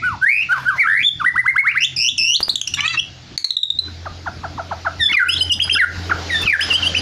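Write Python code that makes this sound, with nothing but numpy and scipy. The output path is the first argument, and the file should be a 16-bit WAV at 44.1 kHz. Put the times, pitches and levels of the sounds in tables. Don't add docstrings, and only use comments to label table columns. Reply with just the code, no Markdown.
import sys
import numpy as np
from scipy import signal
from scipy.fft import rfft, irfft, next_fast_len
from scipy.io import wavfile
from scipy.ndimage import uniform_filter1d, minimum_filter1d, map_coordinates

SR = 44100
rng = np.random.default_rng(int(sys.argv[2]) if len(sys.argv) > 2 else 0)


def wav_record(signal):
    frames = np.transpose(np.atleast_2d(signal))
    bounded = np.clip(frames, -1, 1)
    quanta = np.round(bounded * 32767).astype(np.int16)
    wavfile.write(sys.argv[1], SR, quanta)


def attenuation_scalar(level_db):
    decades = np.asarray(level_db, float) / 20
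    return 10 ** decades


N = 309141
T = np.arange(N) / SR

# [t/s, f/Hz, level/dB before the swell bends it]
SINGLE_NOTES = [ (-31, -22, [(0.02, 1250, -30.5), (0.045, 1497, -13.5), (0.068, 1490, -12.5),
                (0.1, 1327, -22), (0.157, 797, -29)]), (-38.5, -27, [(0.21, 1460, -59),
                (0.226, 1508, -11.5), (0.245, 1628, -2.5), (0.256, 1730, -22), (0.264, 1790, -2),
                (0.295, 2176, 5.5), (0.35, 2430, -5), (0.41, 2560, -13.5), (0.435, 2825, -17.5)]),
                (-66, -33.5, [(0.778, 1914, -33), (0.804, 2320, 1.5), (0.84, 1730, -8.5)]),
                (-28, -34.5, [(0.835, 1410, -18), (0.862, 1308, -8), (0.885, 1591, -6), (0.95, 1778, -6),
                (1.0, 2158, -9.5), (1.035, 2446, -24.5)]), (-18.5, -15, [(1.022, 3120, -62),
                (1.061, 3587, 3.5), (1.085, 3464, 5), (1.1, 3210, -43)]), (-23, -22, [(1.197, 1613, -24),
                (1.218, 1228, -16), (1.238, 925, -39)]), (-22, -34, [(1.63, 860, -32), (1.655, 1367, -9),
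                (1.68, 2070, 0), (1.725, 2750, -26)]), (-31.5, -9.5, [(1.74, 896, -66), (1.777, 2032, -3),
                (1.799, 2550, -24), (1.837, 2787, -4), (1.858, 3840, -5.5)]),
                (14, -7, [(1.962, 2900, -28.5), (1.972, 2413, -30), (1.99, 2494, -29), (2.03, 2665, -12.5),
                (2.082, 2812, -1), (2.092, 3556, 3), (2.108, 3510, -24)]), (3.5, -8, [(2.176, 3920, -19),
                (2.183, 2646, -11.5), (2.22, 2610, -12.5), (2.29, 2825, -6.5), (2.338, 2936, -5.5),
                (2.355, 3610, -0.5), (2.365, 4290, -1.5), (2.372, 4000, -20)]),
                (-28, -14, [(2.97, 2770, -31), (2.977, 2700, -9.5), (2.988, 2653, -12),
                (3.004, 3010, -3.5)]), (-4.5, 29.5, [(4.99, 2060, -51), (5.004, 1915, -19),
                (5.019, 1781, -11.5), (5.059, 1727, -30.5), (5.088, 1682, -44)]),
                (-12, -32, [(5.076, 1490, -29), (5.097, 2190, -15), (5.113, 2220, -10.5),
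                (5.122, 1670, -16)]), (-16, -41, [(5.12, 2590, -17), (5.13, 3043, -12), (5.14, 2484, -7.5),
                (5.15, 2438, 4), (5.163, 2220, -21), (5.169, 2083, 10.5), (5.188, 1902, 4),
                (5.198, 1601, 5), (5.234, 1396, 0.5), (5.25, 1294, -34)]), (-21, -26, [(5.255, 1415, -27),
                (5.275, 1474, -7), (5.285, 1450, -39)]), (-31, -14, [(5.28, 2250, -27), (5.297, 2857, 0),
                (5.313, 3190, -23), (5.345, 3390, -9.5)]), (-46, 15, [(5.345, 3260, -26),
                (5.352, 3965, -24.5), (5.367, 3000, -15), (5.391, 4500, -31.5), (5.41, 3800, -13.5)]),
                (-42.5, -26.5, [(5.407, 2950, -2), (5.418, 3000, -5), (5.44, 3150, -28)]),
                (12, -27, [(5.748, 1790, -23), (5.763, 1340, -11.5), (5.79, 1755, -8.5)]),
                (-22, -36, [(5.783, 2460, -30), (5.799, 2066, 6), (5.837, 1427, 1.5), (5.85, 1435, 1)]),
                (6, 23.5, [(6.094, 1546, -14), (6.106, 1003, -28), (6.115, 769, -27), (6.128, 630, -34.5)]),
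                (-17, 13.5, [(6.292, 2500, -32), (6.306, 1960, -19.5), (6.355, 1788, -16.5),
                (6.41, 1768, -34), (6.45, 1746, -42)]), (-24, -30, [(6.455, 3230, -23.5),
                (6.476, 2460, -4.5), (6.498, 2350, 1), (6.525, 2085, -17), (6.528, 1916, 9),
                (6.54, 1654, 3.5), (6.565, 1520, -1)]), (-22, -14.5, [(6.592, 1563, 3), (6.604, 1920, -12),
                (6.612, 2883, -4), (6.62, 3140, -11.5), (6.635, 3400, -8)]), ]
# [share of the length, pitch over the named pitch, level/dB over the named level]
SYLLABLE_SHAPES = dict( fall=(-10, [(0, .88, -16), (.14, 0.89, -8), (.34, 0.98, 3), (.54, .76, -14),
                   (1, 0.59, -25)]), scoop=(22, [(0, .42, -33.5), (.2, .5, -29), (.36, 0.76, -4.5),
                   (.46, 0.79, -19), (.53, .95, 3), (.82, 1, 1), (1, 0.855, -24)]),
                   chuck=(-15.5, [(0, 2.1, -7), (.28, 1.32, 0.5), (.62, 1, 0), (1, 0.892, -6)]),
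                   dip=(-13, [(0, 1.18, -47), (.37, 1, 2.5), (.62, 1.03, 2.5), (1, 1.4, -33)]),
                   swing=(-2.2, [(0, 1.23, -16.5), (.18, 1.07, -3), (.42, 1, -15.5), (.82, 1.17, -0.5),
                   (1, 1.21, -22)]), leap=(-11, [(0, 0.33, -31), (.17, 0.73, -17.5), (.27, .88, 3.5),
                   (.36, 0.93, -15.5), (.6, 1, -1), (1, .92, -35.5)]), peep=(8.2, [(0, 1.03, -12.5),
                   (.64, 1, 5), (1, 1.02, -29.5)]), rising_peep=(41.3, [(0, .92, -20), (.25, 0.96, 1),
                   (1, 1, 1.5)]))
# [t/s, length/s, named f/Hz, named level/dB,
# closing second harmonic over the first level/dB]
SYLLABLE_TIMES = dict( fall=[(.488, 0.118, 1591, -7.5, -20.5), (.652, .115, 1616, -8.5, -24)],
                  scoop=[(1.222, 0.078, 2010, -2.5, -45), (1.338, 0.08, 2023, -3.5, -45.5),
                  (1.44, .075, 2142, 2, -42.5), (1.54, 0.079, 2214, 5.5, -45)],
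                  chuck=[(4.052, 0.029, 634, -31, 8), (4.257, 0.033, 726, -25, 6),
                  (4.432, 0.032, 702, -25, 0.5), (4.575, 0.038, 702, -23.5, -1.5),
                  (4.708, 0.03, 696, -21.5, -1), (4.847, 0.04, 697.5, -22.5, 8.5)],
                  dip=[(5.492, .056, 2810, -2, -15), (5.755, 0.026, 2690, -7, -18)],
                  swing=[(6.7, .072, 2657, -2, -23.5), (6.822, .063, 2700, -8.5, -22)],
                  leap=[(5.589, .055, 3317, 0.5, -19), (5.687, .05, 3230, -2.5, -13.5),
                  (6.937, 0.056, 3054, -6.5, -14)], peep=[(3.878, 0.013, 1490, -37.5, -38),
                  (6.422, 0.025, 2610, -23.5, -43), (5.398, 0.05, 4940, -19.5, -15.5),
                  (5.515, 0.041, 4940, -13, -18.5), (5.62, 0.036, 4924, -15, -12),
                  (5.722, 0.033, 4980, -14, -16), (6.718, 0.049, 4794, -20, -19),
                  (6.835, 0.064, 4690, -30.5, -7), (6.975, 0.025, 4880, -25, -12)],
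                  rising_peep=[(2.99, 0.013, 3343, -7, -58), (5.283, 0.0632, 5210, -19.5, -16),
                  (6.605, 0.05, 5180, -16.5, -20.5)])
# [from t/s, to t/s, mean rate f/Hz, pitch swing 0-1, level swing 0-1]
BUZZES = [(0.292, 0.447, 100, 0.03, 0.44), (0.857, 1.042, 85.86, 0.08, 0.5), (1.693, 1.739, 100, 0.08, 0.4),
          (1.765, 1.854, 90.7, 0.05, 0.26), (1.972, 2.115, 130, 0.05, 0.51),
          (2.172, 2.387, 146.2, 0.02, 0.44), (5.086, 5.24, 75.1, 0.02, 0.25),
          (6.427, 6.57, 80.04, 0.03, 0.5)]
# [from t/s, to t/s, half-pitch line level/dB]
DOUBLED_WHISTLES = [(5.127, 5.144, -6), (5.147, 5.165, -16), (6.463, 6.478, -6)]
# [multiple of the pitch, level/dB over the first, level/dB over the second]
FAINT_OVERTONES = [(3, -45.5, -23.5), (4, -47, -31.5), (5, -40.5, -36.5), (6, -45.5, -36)]
# [f/Hz, level/dB]
BEAK_COLOUR = [(4000, 0.5), (8000, -1.5), (9400, 9), (11000, -4.5), (14000, 5), (16000, -67)]
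# [f/Hz, relative level/dB]
AIR_COLOUR = [(2500, -26.5), (5000, -2), (8200, -26.5), (9300, 5.5), (10600, -10.5), (15500, -8)]
# [t/s, first harmonic level/dB, starting f/Hz, f/Hz the glide heads for, time scale/ms]
CHIP_NOTES = [(2.429, 2, 4240, 5050, 9.3), (2.4935, -2, 3290, 4630, 12), (2.557, 1, 2980, 4010, 5.2),
              (2.615, 0.5, 2780, 3520, 4), (2.674, -12, 2490, 3090, 8.8), (2.7391, -8, 2700, 2940, 6.3),
              (2.747, -12.5, 3530, 3720, 4.1), (2.8069, -3, 2720, 3110, 4.8),
              (2.8795, -1.5, 3150, 3440, 4.6), (3.378, 7.5, 4070, 4650, 3.6), (3.4443, 15, 3884, 4480, 7.5),
              (3.5066, 12.5, 3590, 4280, 5.2), (3.568, 20, 3480, 4025, 6.6), (3.6316, 13, 3550, 3855, 8.6),
              (3.7033, 7.5, 3755, 3676, 6.7), (3.7883, 2, 3985, 4048, 9.4)]
# [t/s, level/dB over the first]
CHIP_SECOND_HARMONIC = [(2.43, -22.5), (2.67, 3.5), (2.74, -4), (2.88, -17.5), (3.79, -26.5)]
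# [t/s, level/dB over the first]
CHIP_HALF_PITCH = [(2.43, -36), (2.74, -15), (2.88, -43), (3.378, -10), (3.79, -58.5)]
# [t/s, f/Hz, level/dB]
SQUAWK_CURVE = [(2.771, 562, -36), (2.8, 574, -27), (2.836, 587.6, -29), (2.861, 643, -24.5),
                (2.921, 676, -29.5), (2.948, 636, -27.5), (2.959, 620, -40)]
SQUAWK_HARMONICS = [-26.5, -2.5, 0.5, 3, -17.5, 1, -6, -22, -16, -15, -13, -27, -19.5]
# [t/s, half width/s, level/dB]
FEATHER_PUFFS = [(.42, 0.012, -50), (0.523, 0.014, -29), (0.604, 0.054, -32.5), (0.789, 0.04, -30),
                 (4.991, 0.0035, -37.5), (5.11, .035, -32.5), (5.671, 0.021, -29), (6.431, 0.035, -34),
                 (6.699, 0.16, -31)]
# [f/Hz, relative level/dB per Hz]
FEATHER_COLOUR = [(300, -31.5), (650, -7.5), (1500, 2.5), (3000, -12), (5500, -18), (9000, -30)]
# [t/s, snap level/dB, knock level/dB above the snap]
CAGE_CLICKS = [(2.405, -21, 24), (2.483, -26, 24), (6.417, -25.5, 0)]
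# [f/Hz, time to fall 60 dB t/s]
WALL_DECAY = [(1000, 0.26), (5000, 0.21)]
# [t/s, hum level/dB, hiss level/dB]
ROOM_LEVELS = [(0, -45, -44.5), (1.5, -49.5, -47.5), (3.3, -43, -44.5), (3.9, -35, -44), (5.2, -31, -41.5),
               (6.1, -22.5, -35.5), (6.6, -26, -28.5), (7.01, -24.5, -30.5)]
# [f/Hz, level/dB under the hum course]
HUM_TONES = [(86.3, -1), (172, -19.5), (297, -17)]
# [f/Hz, relative level/dB per Hz]
HISS_COLOUR = [(15, -63.5), (25, -12), (86, 1), (358, -7.5), (429, -22.5), (737, -17), (1030, -27),
               (1410, -20), (2480, -20.5), (4730, -18), (12000, -38.5), (15600, -99)]
# [f/Hz, relative level/dB]
MURMUR_COLOUR = [(200, -5), (400, 4), (1600, -9), (3000, -29)]
# [f/Hz, level/dB]
MICROPHONE = [(5500, 0.5), (7000, -0.5), (8200, -6.5), (10000, -1.5), (12000, -2), (15000, -15.5)]


def along(points, hz):
    f, value = np.transpose(points)
    return np.interp(np.log(hz + 1), np.log(f + 1), value)


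def unit(x):
    return x / np.sqrt(np.mean(x ** 2) + 1e-20)


def wobble(rate):
    return map_coordinates(rng.standard_normal(int(N * rate / SR) + 4), [T * rate])


def filtered(x, response):
    m = next_fast_len(N + 8192)
    return irfft(rfft(x, m) * response(np.fft.rfftfreq(m, 1 / SR)), m)[:N]


def patchy_noise(patchy_db, response):
    z = signal.stft(rng.standard_normal(N), nperseg=512)[2]
    patches = uniform_filter1d(rng.standard_normal(z.shape), size=5, axis=0)
    patches = uniform_filter1d(patches, size=10, axis=1)
    noise = signal.istft(z * attenuation_scalar(patchy_db * unit(patches)), nperseg=512)[1][:N]
    return unit(filtered(noise, response))


def add(track, s, sound):
    part = track[round(s * SR):][:len(sound)]
    part += sound[:len(part)]


def notes():
    out = [(opening_db, closing_db, *np.transpose(curve)) for opening_db, closing_db, curve in SINGLE_NOTES]
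    for name, rows in SYLLABLE_TIMES.items():
        turn_db, shape = SYLLABLE_SHAPES[name]
        share, ratio, over_db = np.transpose(shape)
        for s, length, hz, db, end_db in rows:
            out.append((end_db + turn_db, end_db, s + length * share, hz * ratio, db + over_db))
    return out


def flutter():
    pitch, gain, buzz, uneven = np.ones(N), np.ones(N), np.zeros(N), wobble(40)
    for start, end, rate, swing, depth in BUZZES:
        on = np.clip(np.minimum(T - start, end - T) / 0.012, 0, 1)
        phase = 2 * np.pi * rate * T + 1.9 * uneven
        pitch += on * swing * np.tanh(2 * np.sin(phase))
        buzz += on
        gain += on * depth * np.sin(phase + 0.5)
    shimmer_db = 1.1 + 12 * np.abs(pitch - 1)
    return pitch * (1 + 0.01 * wobble(200)), gain * attenuation_scalar(shimmer_db * wobble(180)), buzz


def whistles():
    shut_hz, open_hz = 1000, 3150
    high_voice_hz = 4500
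    low, high, effort = np.zeros(N), np.zeros(N), np.zeros(N)
    pitch, gain, buzz = flutter()
    blur = 0.5 * wobble(400) + 0.85 * buzz * wobble(900)
    halves = 0
    for start, end, db in DOUBLED_WHISTLES:
        halves = halves + attenuation_scalar(db) * np.clip(np.minimum(T - start, end - T) / 0.0069, 0, 1)
    broken = np.array([wobble(90) for _ in FAINT_OVERTONES])

    for opening_db, closing_db, s, hz, db in notes():
        turn_start = s[1] if len(s) > 3 else s[0]
        turn_end = s[-2] if len(s) > 2 else s[-1]
        second_db = np.interp(s, [turn_start, turn_end], [opening_db, closing_db])
        span = slice(round(s[0] * SR), round(s[-1] * SR))
        t = T[span]
        glide = uniform_filter1d(np.interp(t, s, hz), size=200, mode="nearest")
        phase = 2 * np.pi * np.cumsum(glide * pitch[span]) / SR
        steady = 2 * np.pi * np.cumsum(glide * np.sqrt(pitch[span])) / SR

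        def swell(level_db):
            return np.interp(t, s, attenuation_scalar(level_db) ** 0.5) ** (1 / 0.53)

        is_high = hz[0] > high_voice_hz
        beak_shut = hz.min() < 780
        edge_hz = shut_hz if beak_shut else open_hz if hz[0] < high_voice_hz else SR
        throat = 1 / (1 + (glide / edge_hz) ** 12)
        first = swell(db)
        second = swell(db + second_db) * (0.02 + throat)

        tone = first * np.sin(phase)
        tone += second * attenuation_scalar(2.6 * broken[3, span]) * np.sin(2 * phase + blur[span] / 4)
        tone += halves[span] * first * (np.sin(0.5 * phase) + attenuation_scalar(-6.5) * np.sin(1.5 * phase))
        muffle = 0.55 if beak_shut else 1
        for k, of_first_db, of_second_db in FAINT_OVERTONES:
            k = round(k)
            strength = (attenuation_scalar(of_first_db) * first + attenuation_scalar(of_second_db) * second) * muffle
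            breakup = attenuation_scalar(along(BEAK_COLOUR, k * glide) + 3.5 * broken[k - 3, span])
            tone += strength * breakup * np.sin(k * steady + blur[span])

        edge = np.clip(np.minimum(t - s[0], s[-1] - t) / 0.004, 0, 1)
        add(high if is_high else low, s[0], tone * edge * gain[span])
        if not beak_shut:
            add(effort, s[0], (first + second) * edge * gain[span])

    air = attenuation_scalar(-37.5) * effort * patchy_noise(4, lambda f: attenuation_scalar(along(AIR_COLOUR, f)))
    sum_tones = attenuation_scalar(3.0) * filtered(low * high, lambda f: f > 4000)
    return low + high + sum_tones + air


def chips():
    out = np.zeros(N)
    t = T[:SR // 25]
    for s, db, start_hz, toward_hz, ms in CHIP_NOTES:
        second_db = np.interp(s, *np.transpose(CHIP_SECOND_HARMONIC))
        half_db = np.interp(s, *np.transpose(CHIP_HALF_PITCH))
        u = t / (ms / 1000)
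        phase = 2 * np.pi * np.cumsum(start_hz + (toward_hz - start_hz) * np.tanh(1.32 * u)) / SR
        rough = 0.7 * uniform_filter1d(rng.standard_normal(len(t)), size=25) * np.sqrt(25)
        rise = np.sin(np.pi / 2 * np.clip(u / 0.36, 0, 1)) ** 2
        shape = rise * np.exp(-(0.93 * u) ** 3)
        tone = np.sin(phase)
        for k in range(4):
            tone += attenuation_scalar(second_db - 14.7 * k) * np.sin((2 + k) * phase + (k + 1) / 2 * rough)
        half_lines = np.sin(1.5 * phase + rough)
        half_lines += attenuation_scalar(-6) * np.sin(phase / 2 + rough)
        half_lines += attenuation_scalar(-14) * np.sin(2.5 * phase + rough)
        tone += attenuation_scalar(half_db) * half_lines
        add(out, s - 0.0015, attenuation_scalar(db) * shape * tone)
    return out


def squawk():
    s, hz, db = np.transpose(SQUAWK_CURVE)
    phase = 2 * np.pi * np.cumsum(np.interp(T, s, hz) * (1 + 0.006 * wobble(200))) / SR
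    opening_rasp = 0.55 * np.exp(-np.maximum(T - 2.79, 0) / 0.012)
    closing_rasp = 0.9 * np.exp(-((T - 2.952) / 0.008) ** 2)
    rasp = opening_rasp + 0.28 + closing_rasp
    stack = np.zeros(N)
    for k, level_db in enumerate(SQUAWK_HARMONICS, 1):
        stack += attenuation_scalar(level_db + 4.8 * wobble(60)) * np.sin(k * phase + k * k + rasp * wobble(700))
    return attenuation_scalar(np.interp(T, s, db, -120, -120)) * filtered(stack, lambda f: f > 800)


def rustles():
    swell = sum(attenuation_scalar(db) * np.exp(-((T - s) / width) ** 2) for s, width, db in FEATHER_PUFFS)
    grain = attenuation_scalar(3.5 * wobble(150))
    return swell * grain * patchy_noise(3.9, lambda f: attenuation_scalar(along(FEATHER_COLOUR, f)))


def ticks():
    out, t = np.zeros(N), T[:SR // 20]
    for s, db, knock_db in CAGE_CLICKS:
        snap = rng.standard_normal(len(t)) * attenuation_scalar(-60 * t / 0.07)
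        knock = attenuation_scalar(knock_db) * np.sin(2 * np.pi * 1100 * t) * attenuation_scalar(-60 * t / 0.0016)
        add(out, s, attenuation_scalar(db) * (snap + knock))
    return out


def walls(x):
    late_db, late_t60_s = -23, 0.71
    hz, t, z = signal.stft(rng.standard_normal(SR // 2), SR, nperseg=256)
    late = attenuation_scalar(late_db - 60 * t / late_t60_s) / (1 + (hz[:, None] / 5000) ** 4)
    early = attenuation_scalar(-60 * t / along(WALL_DECAY, hz)[:, None])
    tail = signal.istft(z * np.hypot(early, late), SR, nperseg=256)[1]
    delayed = np.pad(x, (180, 0))
    echo = signal.fftconvolve(delayed, tail / np.linalg.norm(tail))[:N]
    return map_coordinates(echo, [(T + 4e-5 * wobble(70)) * SR])


def lingering_note():
    level_db, centre_hz, t60_s = -27, 2235, 0.38
    band = patchy_noise(2.6, lambda f: np.abs(f - centre_hz) < 320)
    return attenuation_scalar(level_db - 60 * T / t60_s) * band


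def room_tone():
    s, *levels_db = np.transpose(ROOM_LEVELS)
    deep_db, hiss_db = (np.interp(T, s, db) for db in levels_db)
    deep, hiss_gain = attenuation_scalar(deep_db), attenuation_scalar(hiss_db)
    upper = attenuation_scalar(-42 - 0.27 * (deep_db - deep_db[0]))
    rumble_gain = attenuation_scalar(-41.5 + 0.41 * (hiss_db - hiss_db[0]))

    hum = np.zeros(N)
    for hz, db in HUM_TONES:
        hum += attenuation_scalar(db + 2.8 * wobble(4)) * np.sin(2 * np.pi * hz * T + 0.45 * wobble(7))
    drone = attenuation_scalar(2.9 * wobble(14)) * np.sin(2 * np.pi * 130 * T + 2.25 * wobble(8.9))

    def low(f):
        return 1 / (1 + (f / 420) ** 6)

    def hiss_response(f):
        return attenuation_scalar(along(HISS_COLOUR, f)) * (1 - low(f)) / (1 + (f / 7600) ** 12)

    rumble = rumble_gain * patchy_noise(4.76, lambda f: attenuation_scalar(along(HISS_COLOUR, f)) * low(f))
    hiss = hiss_gain * patchy_noise(1.8, hiss_response)
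    murmur = attenuation_scalar(-13) * patchy_noise(4.0, lambda f: attenuation_scalar(along(MURMUR_COLOUR, f)))
    return deep * (hum + murmur) + upper * drone + rumble + hiss


def scene():
    cage = whistles() + chips() + squawk() + ticks() + rustles()
    echoes = attenuation_scalar(-9.5) * walls(cage) + lingering_note()
    return (cage + echoes + room_tone())[None]


def gain_control(x, ceiling_db, ahead_s, release_s):
    over_db = np.maximum(20 * np.log10(np.abs(x) + 1e-9) - ceiling_db, 0)
    width = int(ahead_s * SR)
    held_db = -minimum_filter1d(-over_db, size=2 * width + 1)
    fall = T * 20 / release_s
    cut_db = np.maximum.accumulate(held_db + fall) - fall
    return x * attenuation_scalar(-uniform_filter1d(cut_db, size=width))


def roll_off(x):
    return signal.sosfilt(signal.butter(12, 16000, fs=SR, output="sos"), x)


def record(dry):
    heard = filtered(dry[0], lambda f: attenuation_scalar(along(MICROPHONE, f)))
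    mix = gain_control(heard, ceiling_db=-6.0, ahead_s=0.0096, release_s=0.17)[None]
    return roll_off(mix)


dry = scene()
out = record(dry)
wav_record(out)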